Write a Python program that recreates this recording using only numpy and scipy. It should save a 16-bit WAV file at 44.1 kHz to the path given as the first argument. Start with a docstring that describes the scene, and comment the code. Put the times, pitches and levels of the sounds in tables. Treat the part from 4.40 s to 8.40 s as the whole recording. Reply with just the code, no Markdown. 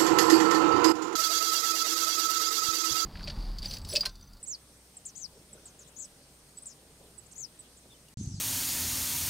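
"""Small birds call in open grassland: short hooked pips, long trilled slides and rough falling buzzes.
Each note is a nearly pure whistle from a bird's voice box, and the grass throws back a brief echo.
Behind them are a soft breeze, rustling and ticking stalks, a low rumble and hum, and a thin high hiss.
Near the end the sound drops out for a moment, then returns with wind buffeting the microphone
under a dense, shrill twitter."""
import sys
import numpy as np
from scipy import signal
from scipy.fft import rfft, irfft
from scipy.io import wavfile

SR = 44100
rng = np.random.default_rng(int(sys.argv[2]) if len(sys.argv) > 2 else 0)


def to_wav(s):
    """Save 16-bit WAV."""
    ch = np.atleast_2d(s).T  # columns
    pcm = np.round(np.clip(ch, -1, 1) * 32767)  # PCM
    wavfile.write(sys.argv[1], SR, pcm.astype(np.int16))


N = 176400
T = np.arange(N) / SR


def from_db(db):
    """Turn decibels into a number to multiply by."""
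    return 10 ** (np.asarray(db) / 20)


def rms_one(x):
    """Scale a sound so its average strength (rms) is 1."""
    return x / np.sqrt(np.mean(x ** 2) + 1e-20)


def in_time(rows):
    """Join timed points with straight lines, giving one curve for each column after the time."""
    times, *columns = np.transpose(rows)
    return [np.interp(T, times, column) for column in columns]


def at_hz(points, hz):
    """Read a value between frequency points, with octaves evenly spaced."""
    freqs, values = np.transpose(points)
    return np.interp(np.log(hz), np.log(freqs), values)


def drift(rate, size=N):
    """A smooth random wander of about 1 either way; a higher rate wanders faster."""
    pole = np.exp(-40 * np.pi * rate / SR)
    slow = signal.lfilter([1], [1, -2 * pole, pole * pole], rng.standard_normal(N // 20 + 4002))[4000:]
    return np.interp(np.arange(size) / 20, np.arange(len(slow)), rms_one(slow))


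# Each row: frequency in Hz, how alike the two ears are from 0 to 1.
EAR_LIKENESS = [(100, 1.0), (200, .989), (300, .968), (420, .94), (700, .8), (1290, .12), (2400, .02),
                (4400, .02), (6500, .25), (8500, .84), (11000, .96), (15000, .985)]
def noise(spectrum, likeness=EAR_LIKENESS, flicker_db=2):
    """Stereo noise of strength 1, built from third-octave bands that each flicker on their own."""
    edges = 20 * 2 ** np.arange(0, 10, 1 / 3)
    white, out = rng.standard_normal((2, 2, N)), 0
    for k, (low, high) in enumerate(zip(edges, edges[1:])):
        hz, flicker = np.sqrt(low * high), drift(10.7)
        if high < spectrum[0][0] or low > spectrum[-1][0]:
            continue
        band = signal.butter(3, [low, high], "band", fs=SR, output="sos")
        mid, side = signal.sosfilt(band, white[k % 2])
        alike = np.clip(at_hz(likeness, hz), 0, 1)
        stereo = np.sqrt(1 + alike) * mid + np.sqrt(1 - alike) * side * [[1], [-1]]
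        out = out + from_db(at_hz(spectrum, hz) + flicker_db * flicker) * stereo
    return rms_one(out)


def narrow_noise(hz, spread_hz):
    """Noise of strength 1 gathered round one pitch."""
    band = signal.butter(2, [hz - spread_hz, hz + spread_hz], "band", fs=SR, output="sos")
    return rms_one(signal.sosfilt(band, rng.standard_normal(N)))


def add(out, start, sound, pan_db=0, lead_s=0):
    """Mix a sound in. Pan is how much louder it is in the left ear, lead how much earlier."""
    i, hz = int(start * SR), np.fft.rfftfreq(len(sound), 1 / SR)
    for ear, side in enumerate((1, -1)):
        shifted = irfft(rfft(sound) * np.exp(1j * np.pi * hz * side * lead_s), len(sound))
        gain = np.sqrt(2 / (1 + from_db(-2 * side * pan_db)))
        out[ear, i:i + len(sound)] += gain * shifted[:N - i]


def clock(length):
    """Seconds into a note (t), and how far through it we are from 0 to 1 (u)."""
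    t = np.arange(int(length * SR)) / SR
    return t, t / length


# Each row: time in seconds, level in dB before the boost.
BREEZE_LEVELS = [(0.0, -59), (0.02, -67.5), (0.65, -69), (1.02, -64), (1.09, -69), (1.16, -58.5),
                 (1.19, -64.5), (2.27, -68), (2.47, -63.5), (2.59, -69.5), (2.61, -58.5), (2.79, -68.5),
                 (3.43, -67.5), (3.46, -59.5), (3.5, -68.5), (3.73, -69.5)]
# Each row: frequency in Hz, relative level in dB.
BREEZE_TONE = [(100, -23), (200, -8.5), (300, 1), (380, -2), (460, 0), (620, -5), (1000, -13.5),
               (2000, -37), (4000, -45)]
def breeze(boost_db=2):
    """Moving air makes a soft rush with small gusts."""
    return from_db(in_time(BREEZE_LEVELS)[0] + boost_db) * noise(BREEZE_TONE)


def hum(hz=61.7, db=-68.5, waver_hz=1.0, flutter_db=1.9):
    """A low tone that wavers a little in pitch and loudness."""
    gain = np.sqrt(2) * from_db(db + flutter_db * drift(1.8))
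    return gain * np.sin(2 * np.pi * np.cumsum(hz + waver_hz * drift(3.7)) / SR)


# Each row: time in seconds, level change in dB.
RUMBLE_SWELLS = [(0, 2.5), (.45, -3.5), (.9, 2.5), (1.6, -0.5), (2.2, -2), (2.7, 1), (3.25, -1.5), (3.7, 1)]
# Each row: frequency in Hz, relative level in dB.
RUMBLE_TONE = [(20, -4), (35, -3.5), (55, -12), (85, -6), (135, 2), (200, -2.5), (300, -14.5), (600, -59)]
def rumble(db=-64):
    """Deep noise that slowly rises and falls."""
    return from_db(db + in_time(RUMBLE_SWELLS)[0]) * noise(RUMBLE_TONE)


# Each row: frequency in Hz, relative level in dB.
HISS_TONE = [(500, -5.5), (1100, -2.5), (2000, -4.5), (3400, -5), (4400, -2.5), (5400, -2.5), (6800, -3),
             (8000, -8.5), (10000, 0), (11500, -9.5), (15500, -14.5)]
def hiss(db=-60.5, shrill_db=-68):
    """A thin hiss with a steady shrill band in it, like far insects."""
    shrill = from_db(shrill_db) * narrow_noise(8660, spread_hz=460)
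    return shrill + from_db(db) * noise(HISS_TONE, flicker_db=1.33)


def whistle(hz, db, attack_s=0.0043, release_s=0.0043, waver_hz=45, flutter_db=1.5, overtone_db=-30):
    """One note from a bird's voice box: a slightly unsteady, nearly pure tone with soft edges."""
    t = np.arange(len(hz)) / SR
    phase = 2 * np.pi * np.cumsum(hz + waver_hz * drift(320, len(t))) / SR
    tone = np.sin(phase) + from_db(overtone_db) * np.sin(2 * phase)
    fade_in = np.sin(np.pi / 2 * np.minimum(t / attack_s, 1))
    fade_out = np.sin(np.pi / 2 * np.minimum((t[-1] - t) / release_s, 1)) ** 2
    return np.sqrt(2) * fade_in * fade_out * from_db(db + flutter_db * drift(110, len(t))) * tone


# Each row: start and length in seconds; pitch, opening hook and closing lift in Hz;
# level, fade, second voice compared with the first, and pan in dB.
PIP_NOTES = [(0.028, 0.027, 7600, 2010, 400, -36, 16, -7, 0),
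             (0.568, .018, 7420, 2240, 100, -35.5, 19, -18, 0),
             (0.66, 0.015, 6760, 2270, 300, -39.5, -0.5, -16, 9),
             (1.129, 0.019, 7550, 1290, 200, -44, 12, -11, 0),
             (1.644, 0.02, 7860, 700, 300, -45, 7, -24, -5),
             (2.170, 0.021, 7800, 795, 400, -45, -5.5, -21, -4),
             (2.220, 0.0194, 8000, 300, 900, -51, -4.5, -22, 5),
             (2.265, 0.015, 6920, 2590, 800, -41, 4.5, -12, -6),
             (2.778, 0.023, 7900, 500, -200, -44.5, 5.5, -17, -11),
             (3.190, 0.026, 7850, 1110, 710, -44, 8, -18, -5.5)]
def pips(hook_s=0.00283, second_ratio=1.23):
    """Short notes that hook down onto their pitch; the voice box's other side adds a faint high tone."""
    out = np.zeros((2, N))
    for start, length, pitch, hook, lift, db, fade, second_db, pan in PIP_NOTES:
        t, u = clock(length)
        level_db = db - fade * u
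        main = whistle(pitch + hook * np.exp(-t / hook_s) + lift * u ** 3, level_db)
        second = whistle(np.full(len(t), pitch * second_ratio), level_db + second_db, attack_s=length / 2)
        add(out, start, main + second, pan)
    return out


def grass_echo(birds, db=-10.5, ring_s=0.08, delay_s=0.0026):
    """The grass throws back a brief, blurred echo, different at each ear."""
    t = np.arange(SR // 4) / SR
    tail = rng.standard_normal((2, len(t))) * from_db(-60 * t / ring_s) * (t > delay_s)
    return from_db(db) * signal.fftconvolve(birds, rms_one(tail) / np.sqrt(len(t)), axes=1)[:, :N]


def trill(per_s, size, unsteady=0.11):
    """A fast, nearly regular swing, used to shake a note's pitch."""
    return np.cos(2 * np.pi * np.cumsum(per_s * (1 + unsteady * drift(33, size))) / SR)


# Each row: start and opening length in seconds, opening's relative level in dB, fall length in seconds,
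# top and end pitch in Hz, bend (higher falls later), trilled share from 0 to 1, fade-out in seconds;
# level, swell, pan and pan swing in dB; left ear's lead in seconds.
SLIDE_CALLS = [(0.06, .014, -6, .087, 7980, 3894, 1.44, 0.23, .011, -39.5, -5, -4.5, 13, -.00003),
               (.751, 0.031, -3, 0.087, 7250, 3700, 2.2, 0.51, 0.022, -42.5, 11.5, 11.5, 1, .00014),
               (1.559, .024, -9, 0.094, 7480, 4000, 2.3, 0.9, 0.076, -40, 1, 8.5, -3, 0),
               (2.953, .025, -9, 0.085, 7380, 4400, 1.96, 0.45, 0.013, -41.5, -0.5, 10.5, 6, .00015)]
def slides(trill_per_s=190, opening_trill_hz=280, trill_hz=600, dip_db=2.5):
    """An arched opening note, then an ever steeper falling whistle whose trill dies down."""
    out = np.zeros((2, N))
    for (start, opening, opening_db, fall, top, end, bend, trilled, release,
         db, swell, pan, swing, lead) in SLIDE_CALLS:
        t, u = clock(opening)
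        arch_hz = 5385 + 1550 * np.sin(2.82 * u)
        hz = arch_hz + opening_trill_hz * u * trill(trill_per_s, len(t))
        note = whistle(hz, db + opening_db, attack_s=0.011, release_s=0.0017)
        add(out, start, note, pan - swing / 2, lead)
        t, u = clock(fall)
        depth = np.clip((trilled - u) / 0.21 + .5, 0, 1)
        hz = top + (end - top) * u ** bend + trill_hz * depth * trill(trill_per_s, len(t))
        level_db = db + swell * (u - .5) - dip_db * (depth - .5)  # quieter while trilling
        note = whistle(hz, level_db, attack_s=0.0035, release_s=release)
        add(out, start + opening, note, pan + swing * (u - .5), lead)
    return out


# Each row: start and length in seconds, pitch in Hz, level in dB.
FAR_BIRD_NOTES = [(.198, 0.011, 7850, -68), (0.365, 0.012, 7940, -61), (.945, .080, 5370, -73),
                  (2.088, .014, 6700, -65), (3.499, 0.025, 3650, -65), (3.519, 0.023, 3480, -58.5),
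                  (3.542, .020, 3080, -66), (3.681, .012, 2850, -59.5)]
def far_birds():
    """Distant birds give faint notes, each on one pitch."""
    out = np.zeros((2, N))
    for start, length, hz, db in FAR_BIRD_NOTES:
        add(out, start, whistle(np.full(int(length * SR), hz), db))
    return out


# Each row: start and length in seconds, first and last pitch in Hz, level and pan in dB.
FLICK_NOTES = [(0.651, .005, 4430, 8150, -44, 15), (0.761, 0.0044, 6800, 8140, -43, 10),
               (0.7776, .005, 7140, 8100, -38.5, 10), (2.255, 0.0092, 4200, 9760, -53, -11),
               (2.912, 0.0068, 5250, 7660, -54, -7)]
def flicks():
    """A bird's voice snaps upward as a note begins."""
    out = np.zeros((2, N))
    for start, length, first, last, db, pan in FLICK_NOTES:
        t, u = clock(length)
        add(out, start, whistle(first + (last - first) * u, db, attack_s=0.0033, release_s=0.00039), pan)
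    return out


# Each row: start and length in seconds, first and last pitch in Hz; level, fade and pan in dB.
BUZZ_NOTES = [(.655, .052, 8500, 5490, -38.5, 19, 2), (1.254, 0.058, 8370, 5500, -43.5, 26, 0),
              (1.390, 0.051, 7570, 5400, -50, 10.5, 3), (1.473, 0.025, 7400, 7200, -52.5, 9, 22),
              (2.256, .082, 8600, 4730, -43, 15.5, 8), (2.859, 0.0156, 7950, 7000, -55.5, 4, 14),
              (2.918, .021, 8820, 6100, -45, 8, -4), (3.368, 0.026, 7980, 7270, -55.5, 3.5, -1)]
def buzzes(trill_per_s=220, trill_hz=547, jitter_hz=324):
    """Notes that fall and fade, made rough by a fast, ragged trill."""
    out = np.zeros((2, N))
    for start, length, first, last, db, fade, pan in BUZZ_NOTES:
        t, u = clock(length)
        shake_hz = trill_hz * trill(trill_per_s, len(t)) + jitter_hz * drift(500, len(t))
        add(out, start, whistle(first + (last - first) * u + shake_hz, db - fade * u), pan)
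    return out


# Each row: time of the peak and width in seconds, level in dB.
RUSTLE_SWELLS = [(1.40, 0.19, -63.5), (2.75, 0.21, -75.5), (3.22, 0.057, -67.5)]
# Each row: frequency in Hz, relative level in dB.
RUSTLE_TONE = [(600, -17), (1000, -19), (1500, 7), (2000, -15), (3500, 4)]
def grass_rustle():
    """Grass rustles in soft swells of flickering noise."""
    swells = sum(from_db(db) * np.exp(-.5 * ((T - peak) / width) ** 2)
                 for peak, width, db in RUSTLE_SWELLS)
    return swells * noise(RUSTLE_TONE, flicker_db=6)


# Each row: start in seconds, rough peak level in dB.
STALK_SNAPS = [(1.126, -58), (2.175, -43), (2.186, -44), (3.685, -41), (3.835, -42), (3.860, -41)]
def stalk_ticks(decay_s=0.0028, band_hz=(3000, 11100)):
    """Dry stalks snap, each in a tiny burst of bright noise."""
    out = np.zeros((2, N))
    t, u = clock(.012)
    bright = signal.butter(3, band_hz, "band", fs=SR, output="sos")
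    for start, db in STALK_SNAPS:
        burst = rng.standard_normal(len(t)) * np.exp(-t / decay_s)
        add(out, start, from_db(db) / 2 * signal.sosfilt(bright, burst))
    return out


# Each row: time in seconds, level change in dB.
WIND_GUSTS = [(3.77, -4.5), (3.805, 1.5), (3.822, -3), (3.85, 0), (3.88, -2), (3.91, -1), (3.96, -5),
              (4.0, -3)]
# Each row: frequency in Hz, relative level in dB.
WIND_TONE = [(20, -26), (45, -10), (75, -6.5), (122, 2), (170, -8), (230, -12), (320, -25.5), (445, -37),
             (750, -37.5), (1800, -46), (5000, -70)]
# Each row: time and width in seconds, peak level in dB.
PRESSURE_BUMPS = [(3.774, 0.0021, -29.5), (3.813, 0.0012, -29), (3.876, 0.0021, -24), (3.945, 0.0023, -30)]
def wind_buffeting(db=-38.5):
    """Wind hits the microphone, making lumpy low noise and a few pressure bumps."""
    out = from_db(db + in_time(WIND_GUSTS)[0]) * noise(WIND_TONE)
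    for time, width, peak_db in PRESSURE_BUMPS:
        offset = (T - time) / width
        out -= from_db(peak_db) * (1 - offset ** 2) * np.exp(-offset ** 2 / 2)
    return out


# Each row: time in seconds, level change in dB.
TWITTER_SWELLS = [(3.77, -3), (3.86, -2), (3.92, -3.5), (4.0, -4.5)]
# Each row: frequency in Hz, relative level in dB.
TWITTER_TONE = [(1500, -20), (3000, -12), (4200, -7.5), (5400, -6.5), (6200, -9), (7000, -3.5), (8200, -8),
                (10000, -16), (15000, -39)]
# Each row: frequency in Hz, how alike the two ears are from 0 to 1.
TWITTER_EAR_LIKENESS = [(1500, 0.044), (4000, 0.051), (6500, 0.6), (15000, 0.68)]
# Each row: time in seconds, pitch in Hz, level in dB.
FALLING_CALL = [(3.77, 7600, -55), (3.81, 6410, -52), (3.90, 6050, -54.5), (3.94, 5400, -52.5),
                (3.97, 4550, -56.5), (4.0, 4270, -63)]
def twitter(wash_db=-53, core_db=-56, blur_hz=420):
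    """A dense, shrill wash of noise with one blurred falling call in it."""
    hz, call_db = in_time(FALLING_CALL)
    phase = 2 * np.pi * np.cumsum(hz) / SR
    call = np.array([drift(blur_hz) * np.cos(phase) + drift(blur_hz) * np.sin(phase) for ear in range(2)])
    wash = from_db(wash_db) * noise(TWITTER_TONE, TWITTER_EAR_LIKENESS)
    core = from_db(core_db) * narrow_noise(6220, spread_hz=190)
    return from_db(in_time(TWITTER_SWELLS)[0]) * (wash + core) + from_db(call_db) * call


def scene(dropout_s=3.741, return_s=3.772):
    """Birds over the calm field, a short silence, then the windy stretch."""
    birds = slides() + buzzes() + pips() + flicks() + far_birds()
    calm = birds + grass_echo(birds) + breeze() + grass_rustle() + hum() + rumble() + hiss()
    windy = wind_buffeting() + twitter()
    return calm * (T < dropout_s) + windy * (T >= return_s) + stalk_ticks()


def record(dry):
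    """Cut away the very highest treble."""
    cutoff_hz = 15600
    return signal.sosfilt(signal.ellip(10, .1, 70, cutoff_hz, fs=SR, output="sos"), dry)


dry = scene()
out = record(dry)
to_wav(out)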